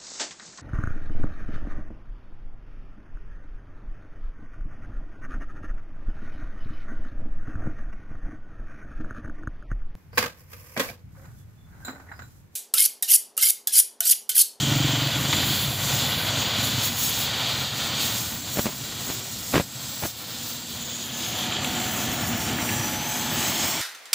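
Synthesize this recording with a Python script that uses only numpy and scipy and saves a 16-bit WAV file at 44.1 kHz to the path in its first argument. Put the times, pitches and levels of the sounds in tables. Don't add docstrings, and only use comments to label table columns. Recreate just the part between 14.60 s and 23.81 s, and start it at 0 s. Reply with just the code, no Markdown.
import sys
import numpy as np
from scipy import signal
from scipy.fft import rfft, irfft, next_fast_len
from scipy.io import wavfile
from scipy.ndimage import uniform_filter1d

SR = 44100
rng = np.random.default_rng(int(sys.argv[2]) if len(sys.argv) > 2 else 0)


def waveform_to_disk(signal):
    frames = np.transpose(np.atleast_2d(signal))
    scaled = np.clip(frames, -1, 1) * 32767
    samples = np.round(scaled).astype(np.int16)
    wavfile.write(sys.argv[1], SR, samples)


N = 406161
T = np.arange(N) / SR

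# t/s, rumble level/dB, roar on steel level/dB, rush round pipe level/dB
FLAME_LEVELS = [(0.0, -24, -34.5, -27.5), (0.23, -30, -31, -27.0), (0.49, -30, -31.5, -28.5),
                (0.86, -30.5, -32.5, -27.5), (1.57, -33, -31.5, -29.0), (1.78, -34, -31, -27),
                (2.5, -34.5, -35, -29.5), (2.78, -37.5, -32.5, -28.5), (3.44, -33, -33.5, -29.0),
                (3.67, -39, -39.5, -38), (4.4, -39.5, -40, -36.5), (4.77, -42.0, -43.5, -41),
                (5.6, -45.5, -44.0, -39), (6.35, -42.5, -43, -38), (6.91, -36.5, -33.0, -30.5),
                (7.48, -34.5, -32.5, -36), (8.1, -32.5, -31.5, -36.0), (8.43, -37.5, -34.5, -37.5),
                (8.9, -37, -30.0, -31.5), (9.21, -41, -32.5, -32.5)]
# t/s, nozzle hiss level/dB, fine sizzle level/dB
JET_LEVELS = [(0, -32, -43), (.51, -37, -40.5), (.68, -33, -38), (1.12, -33, -31), (1.36, -30, -38.5),
              (1.58, -41.5, -37), (1.79, -32, -43), (1.95, -37.5, -42.5), (2.44, -35, -39.5),
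              (2.85, -37.5, -42.5), (3.05, -34.5, -41.5), (3.51, -37, -43.5), (4.28, -36.5, -43.5),
              (4.6, -36.5, -42), (5.67, -40, -44.5), (6.32, -36, -47), (6.89, -37.5, -45.5),
              (7.28, -33.5, -39), (8.23, -33, -38.5), (8.52, -35.5, -39.5), (8.98, -28, -35.5),
              (9.21, -31.5, -40)]
# f/Hz, level/dB per Hz
RUMBLE_SPECTRUM = [(13, -55), (22, -27), (38, -21.5), (99, 0.5), (124, -1.5), (185, -4), (237, -3),
                   (275, -7.5), (335, -8.5), (375, -20), (430, -17.5), (560, -31), (950, -120)]
ROAR_SPECTRUM = [(220, -34), (380, -9), (503, -3.5), (734, 1), (860, -2.5), (1100, -2), (1500, -0.5),
                 (1620, -3.5), (1910, -1.5), (2070, -4), (2360, -2), (2580, -6.5), (3100, -5), (4030, -25),
                 (6820, -120)]
RUSH_SPECTRUM = [(1530, -19), (2600, -6), (3380, 0.5), (4700, -1.5), (5390, -14), (5700, -11.5),
                 (7410, -17), (12500, -120)]
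HISS_SPECTRUM = [(3120, -13.5), (5300, -3.5), (7120, 0), (7610, -2.5), (8810, -9.5), (9400, -14.5),
                 (12200, -41), (20700, -120)]
SIZZLE_SPECTRUM = [(5240, -20), (8900, -13), (9710, -6.5), (10900, -3), (13500, -2.5), (14600, 0.5)]
# t/s, lag off the ground/ms, lag off the pipe/ms, turn away from the work (0-1)
ECHO_PATHS = [(0, 2.1, 0.32, 0.2), (.8, 1.97, 0.28, 0), (1.6, 2.03, 0.28, 0), (2.1, 1.96, 0.28, 0.14),
              (3.2, 2.27, .27, 0), (3.8, 1.95, 0.26, 0.23), (4.4, 2.1, 0.27, 0.06), (5.3, 2.11, 0.21, 0),
              (5.9, 2.24, 0.22, 0.45), (6.5, 1.82, 0.295, 0.8), (7.2, 1.44, 0.3, 1), (8.2, 1.53, 0.36, 1),
              (8.8, 1.01, 0.34, 0.8), (9.21, 0.96, 0.34, 0.63)]
# f/Hz, width/Hz, level/dB re roar
HOLLOW_MODES = [(167, 28, -12), (234, 31, -4), (336, 60, -8.5), (728, 57, -14.5), (883, 58, -11),
                (1720, 42, -11.5), (2575, 60, -18)]
# f/Hz, width/Hz, level/dB re rumble
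HUM_MODES = [(114.4, 9.6, -8), (135.7, 1.8, -6.5), (272.5, 5.1, -18.5)]
# multiple of its pitch, rise time/s, level/dB
PUFF_PARTIALS = [(1, 0.012, 0.5), (2.2, .007, -4.5), (1.65, 0.007, -28)]
# t/s, peak level/dB
LOUD_POPS = [(3.9727, -11), (3.9878, -11), (3.9936, -5), (4.0576, -10), (4.0669, -9.5), (4.5011, -15),
             (4.9385, -8), (4.9422, -3.5), (4.9566, -2), (4.96, -6), (4.9662, -4), (4.9795, -5),
             (4.9809, -6), (4.9988, -9), (5.0024, -12), (5.0064, -11), (5.4363, -12), (5.4375, -13),
             (5.4548, -12)]
# t/s, peak level/dB, f/Hz, decay time/s
TOOL_TICKS = [(.727, -13, 3830, 0.0083), (.727, -18, 1080, 0.0087), (.731, -16, 2300, .01),
              (.83, -24, 2000, .012), (6.902, -24, 2970, 0.0043), (6.923, -18, 3180, 0.0079),
              (7.045, -18, 3530, 0.0066), (7.045, -27, 12000, .005), (7.985, -23, 2000, .004),
              (8.090, -18, 2600, 0.011)]
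# t/s, lower f/Hz (in the rush), upper f/Hz (in the hiss), prominence level/dB
BRIGHT_BANDS = [(0, 3150, 7260, -1.5), (.7, 3300, 7240, -4.5), (1.3, 3350, 7060, -5), (2.2, 3350, 6780, -7),
                (3.5, 3400, 6730, -13), (4.2, 3700, 7400, -16), (5.3, 3800, 7620, -5.5),
                (6.0, 3450, 7420, -10), (6.25, 3350, 6900, -1.5), (6.6, 3200, 6650, -3),
                (7.0, 3200, 7290, -0.5), (7.6, 3100, 7280, -5), (8.2, 3200, 7610, -5.5),
                (9.21, 3300, 7570, -5)]
# start t/s, end t/s, f/Hz, rms level/dB
PASSING_TONES = [(4.15, 4.8, 378, -53.5), (5.5, 6.9, 494.5, -57), (5.7, 8.3, 240.1, -50),
                 (6.597, 7.8, 740, -46.5), (7.95, 9.2, 849, -43)]
# f/Hz, width/Hz, level/dB re the mean of hiss and sizzle
WHISTLE_MODES = [(14800, 500, -9), (15260, 200, -4.5)]
# t/s, half length/s, drop of roar level/dB
FLAME_LIFTS = [(1.15, .12, 4.5), (1.53, .06, 1.5), (2.36, 0.072, 3.5), (3.11, 0.062, 5), (3.81, 0.071, 3.5),
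               (4.17, 0.17, 4.5), (4.7, .07, 1), (5.09, 0.074, 5), (5.54, .05, 4.3), (6.05, .05, 3.5)]
# t/s, half length/s, rise of sizzle level/dB
TIP_DABS = [(1.03, 0.067, 2), (2.07, 0.059, 7.5), (2.25, .045, 10.5), (2.43, 0.095, 9.5), (2.62, 0.065, 6),
            (3.43, 0.054, 9.5), (3.59, 0.12, 8), (4.0, 0.097, 11), (4.47, 0.046, 4.5), (4.96, 0.06, 7),
            (5.24, .05, 0.5), (5.45, 0.064, 6), (5.9, .07, 3.5), (6.66, 0.13, 5.5), (7.86, 0.046, 1)]
# t/s, half length/s, drop of hiss level/dB, drop of sizzle level/dB
TREBLE_DIPS = [(6.13, 0.076, 2.5, 0), (6.495, .03, 6, 0), (6.984, 0.035, 1.5, 8), (7.483, 0.028, 3, 5),
               (7.734, .04, 2, 5)]
# first puff t/s, last puff t/s, first peak level/dB, last peak level/dB, f/Hz
FLUTTER_RUNS = [(.026, 0.242, -20, -16, 132.4), (.2875, 0.459, -20.5, -20.5, 132),
                (.556, 0.903, -24.5, -24.5, 134.4), (1.725, 1.77, -30, -28, 132),
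                (1.983, 2.025, -24, -27, 117), (2.135, 2.175, -25, -23.5, 116)]
# start t/s, end t/s, typical peak level/dB
CRACKLE_BURSTS = [(3.957, 4.002, -23), (4.059, 4.1, -23.5), (4.468, 4.51, -27), (4.944, 4.97, -12),
                  (4.976, 4.985, -16), (4.996, 5.003, -17), (5.422, 5.467, -21)]
# t/s, share of first length
PATH_SHRINK = [(5.9, 1), (6.4, 0.83), (7.4, 0.76), (9.21, .6)]
# t/s, f/Hz, prominence level/dB
GLIDING_BAND = [(7.3, 5450, -30), (7.8, 5650, -11), (8.3, 5970, -5), (8.7, 6450, -8), (9.21, 7020, -14)]

LIFT_RUMBLE, LIFT_RUSH, LIFT_HISS, LIFT_SIZZLE = 0.23, 1.0, .8, 0.72
DAB_HISS = 0.59
PUFF_PERIOD_S, PUFF_SCATTER_DB = .0435, 0.3
CRACKLE_GAP_S, CRACKLE_SCATTER_DB = .004, 2
TONE_FADE_S, TONE_WAVER = 0.16, .008
TOP_HZ = 15600


def undb(db):
    return 10 ** (np.asarray(db) / 20)


def unit(x):
    return x / np.sqrt(np.mean(x ** 2))


def curves(table):
    s, *columns = np.transpose(table)
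    return [np.interp(T, s, c) for c in columns]


def swells(rows):
    return sum(height * np.exp(-((T - s) / half) ** 2) for s, half, height in rows)


def walk(rate):
    k = max(int(SR / rate), 1)
    levels = rng.standard_normal(N // k + 1)
    return unit(uniform_filter1d(np.repeat(levels, k), k)[:N])


def noise(gain_at):
    size = next_fast_len(N, True)
    hz = np.maximum(np.fft.rfftfreq(size, 1 / SR), 1)
    return unit(irfft(rfft(rng.standard_normal(size)) * gain_at(hz), size)[:N])


def turbulence(colour):
    points, db = np.transpose(sorted(map(tuple, colour)))
    return noise(lambda hz: undb(np.interp(np.log(hz), np.log(points), db, left=-90, right=-90)))


def resonances(modes):
    def peak(centre, width):
        return noise(lambda hz: 1 / (1 + ((hz - centre) / width) ** 2))
    return sum(undb(db) * peak(centre, width) for centre, width, db in modes)


def band(hz, width):
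    envelope = noise(lambda f: 1 / (1 + (f / width) ** 2) * (f < 4 * width))
    phase = 2 * np.pi * np.cumsum(hz) / SR + 2 * walk(width)
    return np.sqrt(2) * envelope * np.cos(phase)


def butter(x, hz, kind, order=2):
    return signal.sosfilt(signal.butter(order, np.minimum(hz, .45 * SR), kind, fs=SR, output="sos"), x)


def delayed(x, lag_ms):
    fine = signal.resample_poly(x, 2, 1)
    return np.interp(T - lag_ms / 10 ** 3, np.arange(2 * N) / (2 * SR), fine)


def add(track, s, sound):
    i = max(int(s * SR), 0)
    track[i:i + len(sound)] += sound[:N - i]


def flame():
    rumble_db, roar_db, rush_db = curves(FLAME_LEVELS)
    lift_db = swells(FLAME_LIFTS)
    rumble_db = rumble_db - LIFT_RUMBLE * lift_db
    roar_db = roar_db - lift_db
    rush_db = rush_db - LIFT_RUSH * lift_db
    turn = curves(ECHO_PATHS)[2]
    bright_hz, _, bright_db = curves(BRIGHT_BANDS)
    eddies = walk(60)
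    rumble_db = rumble_db - np.interp(T, [.45, .6, 1.1], [5, 1.8, 0])
    rumble = turbulence(RUMBLE_SPECTRUM) + (1 - 0.76 * turn) * resonances(HUM_MODES)
    low = rumble * undb(rumble_db - 1.1 + 1.0 * turn + 1.2 * walk(18))
    low = low + turn * undb(roar_db - 1.0) * resonances(HOLLOW_MODES)
    roar_db = roar_db + 0.12 - 1.3 * turn + 0.76 * eddies + 0.97 * walk(300)
    roar = turbulence(ROAR_SPECTRUM) * undb(roar_db)
    rush = turbulence(RUSH_SPECTRUM) + undb(bright_db - 3.5) * band(bright_hz, 200)
    rush = rush / np.sqrt(1 + undb(2 * bright_db - 1.5))
    return low, roar + rush * undb(rush_db - 0.06 + 0.46 * eddies + 0.9 * walk(18))


def jet():
    hiss_db, sizzle_db = curves(JET_LEVELS)
    lift_db, dab_db, waver = swells(FLAME_LIFTS), swells(TIP_DABS), walk(14)
    hiss_dip_db = swells((s, half, db) for s, half, db, _ in TREBLE_DIPS)
    sizzle_dip_db = swells((s, half, db) for s, half, _, db in TREBLE_DIPS)
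    hiss_db = hiss_db - LIFT_HISS * lift_db + DAB_HISS * dab_db + 0.95 * waver - hiss_dip_db
    sizzle_db = sizzle_db - LIFT_SIZZLE * lift_db + dab_db + 1.2 * waver - sizzle_dip_db
    _, bright_hz, bright_db = curves(BRIGHT_BANDS)
    glide_hz, glide_db = curves(GLIDING_BAND)
    hiss = turbulence(HISS_SPECTRUM) + undb(bright_db) * band(bright_hz, 280)
    hiss = hiss + undb(glide_db) * band(glide_hz, 170)
    hiss = hiss / np.sqrt(1 + undb(2 * bright_db) + undb(2 * glide_db))
    hiss = hiss * undb(hiss_db + 0.16 + 0.57 * walk(35))
    sizzle = turbulence(SIZZLE_SPECTRUM) * undb(sizzle_db - 0.4 + 1.24 * walk(35) + 0.78 * walk(150))
    whistle = resonances(WHISTLE_MODES) * undb((hiss_db + sizzle_db) / 2 + 2 * walk(25))
    return hiss + sizzle + whistle


def scatter(x, count=6):
    turn = curves(ECHO_PATHS)[2]
    share = .15 + .1 * turn
    shrink, = curves(PATH_SHRINK)
    echoes = np.zeros(N)
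    for k, lag_ms in enumerate(np.geomspace(.62, 3.1, count)):
        echoes += (-1) ** k * delayed(x, lag_ms * shrink + 0.038 * walk(4.4))
    return (x + share * echoes) / np.sqrt(1 + count * share ** 2)


def reflections(x, ground=0.12, pipe=0.13, turned=0.013):
    ground_ms, pipe_ms, turn = curves(ECHO_PATHS)
    a, b = ground + turned * turn, pipe + turned * turn
    ground_echo = delayed(x, ground_ms + 0.03 * walk(4.2))
    pipe_echo = delayed(x, pipe_ms + 0.0041 * walk(3.5))
    return (x + a * ground_echo + b * pipe_echo) / np.sqrt(1 + a ** 2 + b ** 2)


def flutter():
    out, t = np.zeros(N), np.arange(SR // 10) / SR
    for first, last, first_db, last_db, hz in FLUTTER_RUNS:
        count = round((last - first) / PUFF_PERIOD_S) + 1
        for s, db in np.linspace((first, first_db), (last, last_db), count):
            db = db + PUFF_SCATTER_DB * rng.standard_normal()
            for multiple, rise, mode_db in PUFF_PARTIALS:
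                swell = (t / rise * np.exp(1 - t / rise)) ** 2
                pitch = hz * multiple * (1 + 0.01 * rng.standard_normal())
                add(out, s, undb(db + mode_db) * swell * np.sin(2 * np.pi * pitch * t))
    return out


def ticks():
    out, t = np.zeros(N), np.arange(SR // 12) / SR
    for (s, db, hz, decay), chance in zip(TOOL_TICKS, rng.standard_normal((len(TOOL_TICKS), len(t)))):
        burst = butter(chance, [hz / 1.4, hz * 1.11], "band") * np.exp(-t / decay)
        add(out, s, undb(db) * burst / np.abs(burst).max())
    return out


def crackle():
    spits = []
    for start, end, db in CRACKLE_BURSTS:
        for s in np.arange(start, end - CRACKLE_GAP_S / 2, CRACKLE_GAP_S):
            late = CRACKLE_GAP_S * rng.random()
            spits.append((s + late, db + CRACKLE_SCATTER_DB * rng.standard_normal()))
    return spits


def pops(decay_s=0.00069, fizz=0.23, flare_db=-12, flare_s=0.019):
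    out, t = np.zeros(N), np.arange(SR // 40) / SR
    spits = list(LOUD_POPS) + crackle()
    for (s, db), chance in zip(spits, rng.standard_normal((len(spits), len(t)))):
        step = np.sign(chance[0]) * np.exp(-t / (decay_s * np.exp(0.13 * chance[1])))
        add(out, s, undb(db) * (step + fizz * chance * np.exp(-t / 0.0029)))
    energy = uniform_filter1d(out ** 2, int(flare_s * SR))
    energy = uniform_filter1d(energy, int(flare_s * SR))
    ringing = resonances([(220, 62, -2), (574, 48, -5), (1800, 1800, -0.5)])
    flare = undb(flare_db) * np.sqrt(np.abs(energy)) * ringing
    return butter(butter(out, 4500, "low", order=3), 87, "high") + flare


def faint_tones():
    out = np.zeros(N)
    for start, end, hz, db in PASSING_TONES:
        swell = np.clip(np.minimum(T - start, end - T) / TONE_FADE_S, 0, 1)
        level = np.sqrt(2) * swell * undb(db + 2.3 * walk(12))
        phase = 2 * np.pi * np.cumsum(hz * (1 + TONE_WAVER * walk(25))) / SR
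        out += level * np.sin(phase)
    return out


def scene():
    low, roar = flame()
    treble = reflections(roar + scatter(jet()))
    sound = low + treble + flutter() + ticks() + pops() + faint_tones()
    return np.array([sound, sound])


def record(dry):
    rounded = .8 * np.tanh(dry / .8)
    return signal.sosfilt(signal.ellip(12, .2, 80, TOP_HZ, fs=SR, output="sos"), rounded)


dry = scene()
out = record(dry)
waveform_to_disk(out)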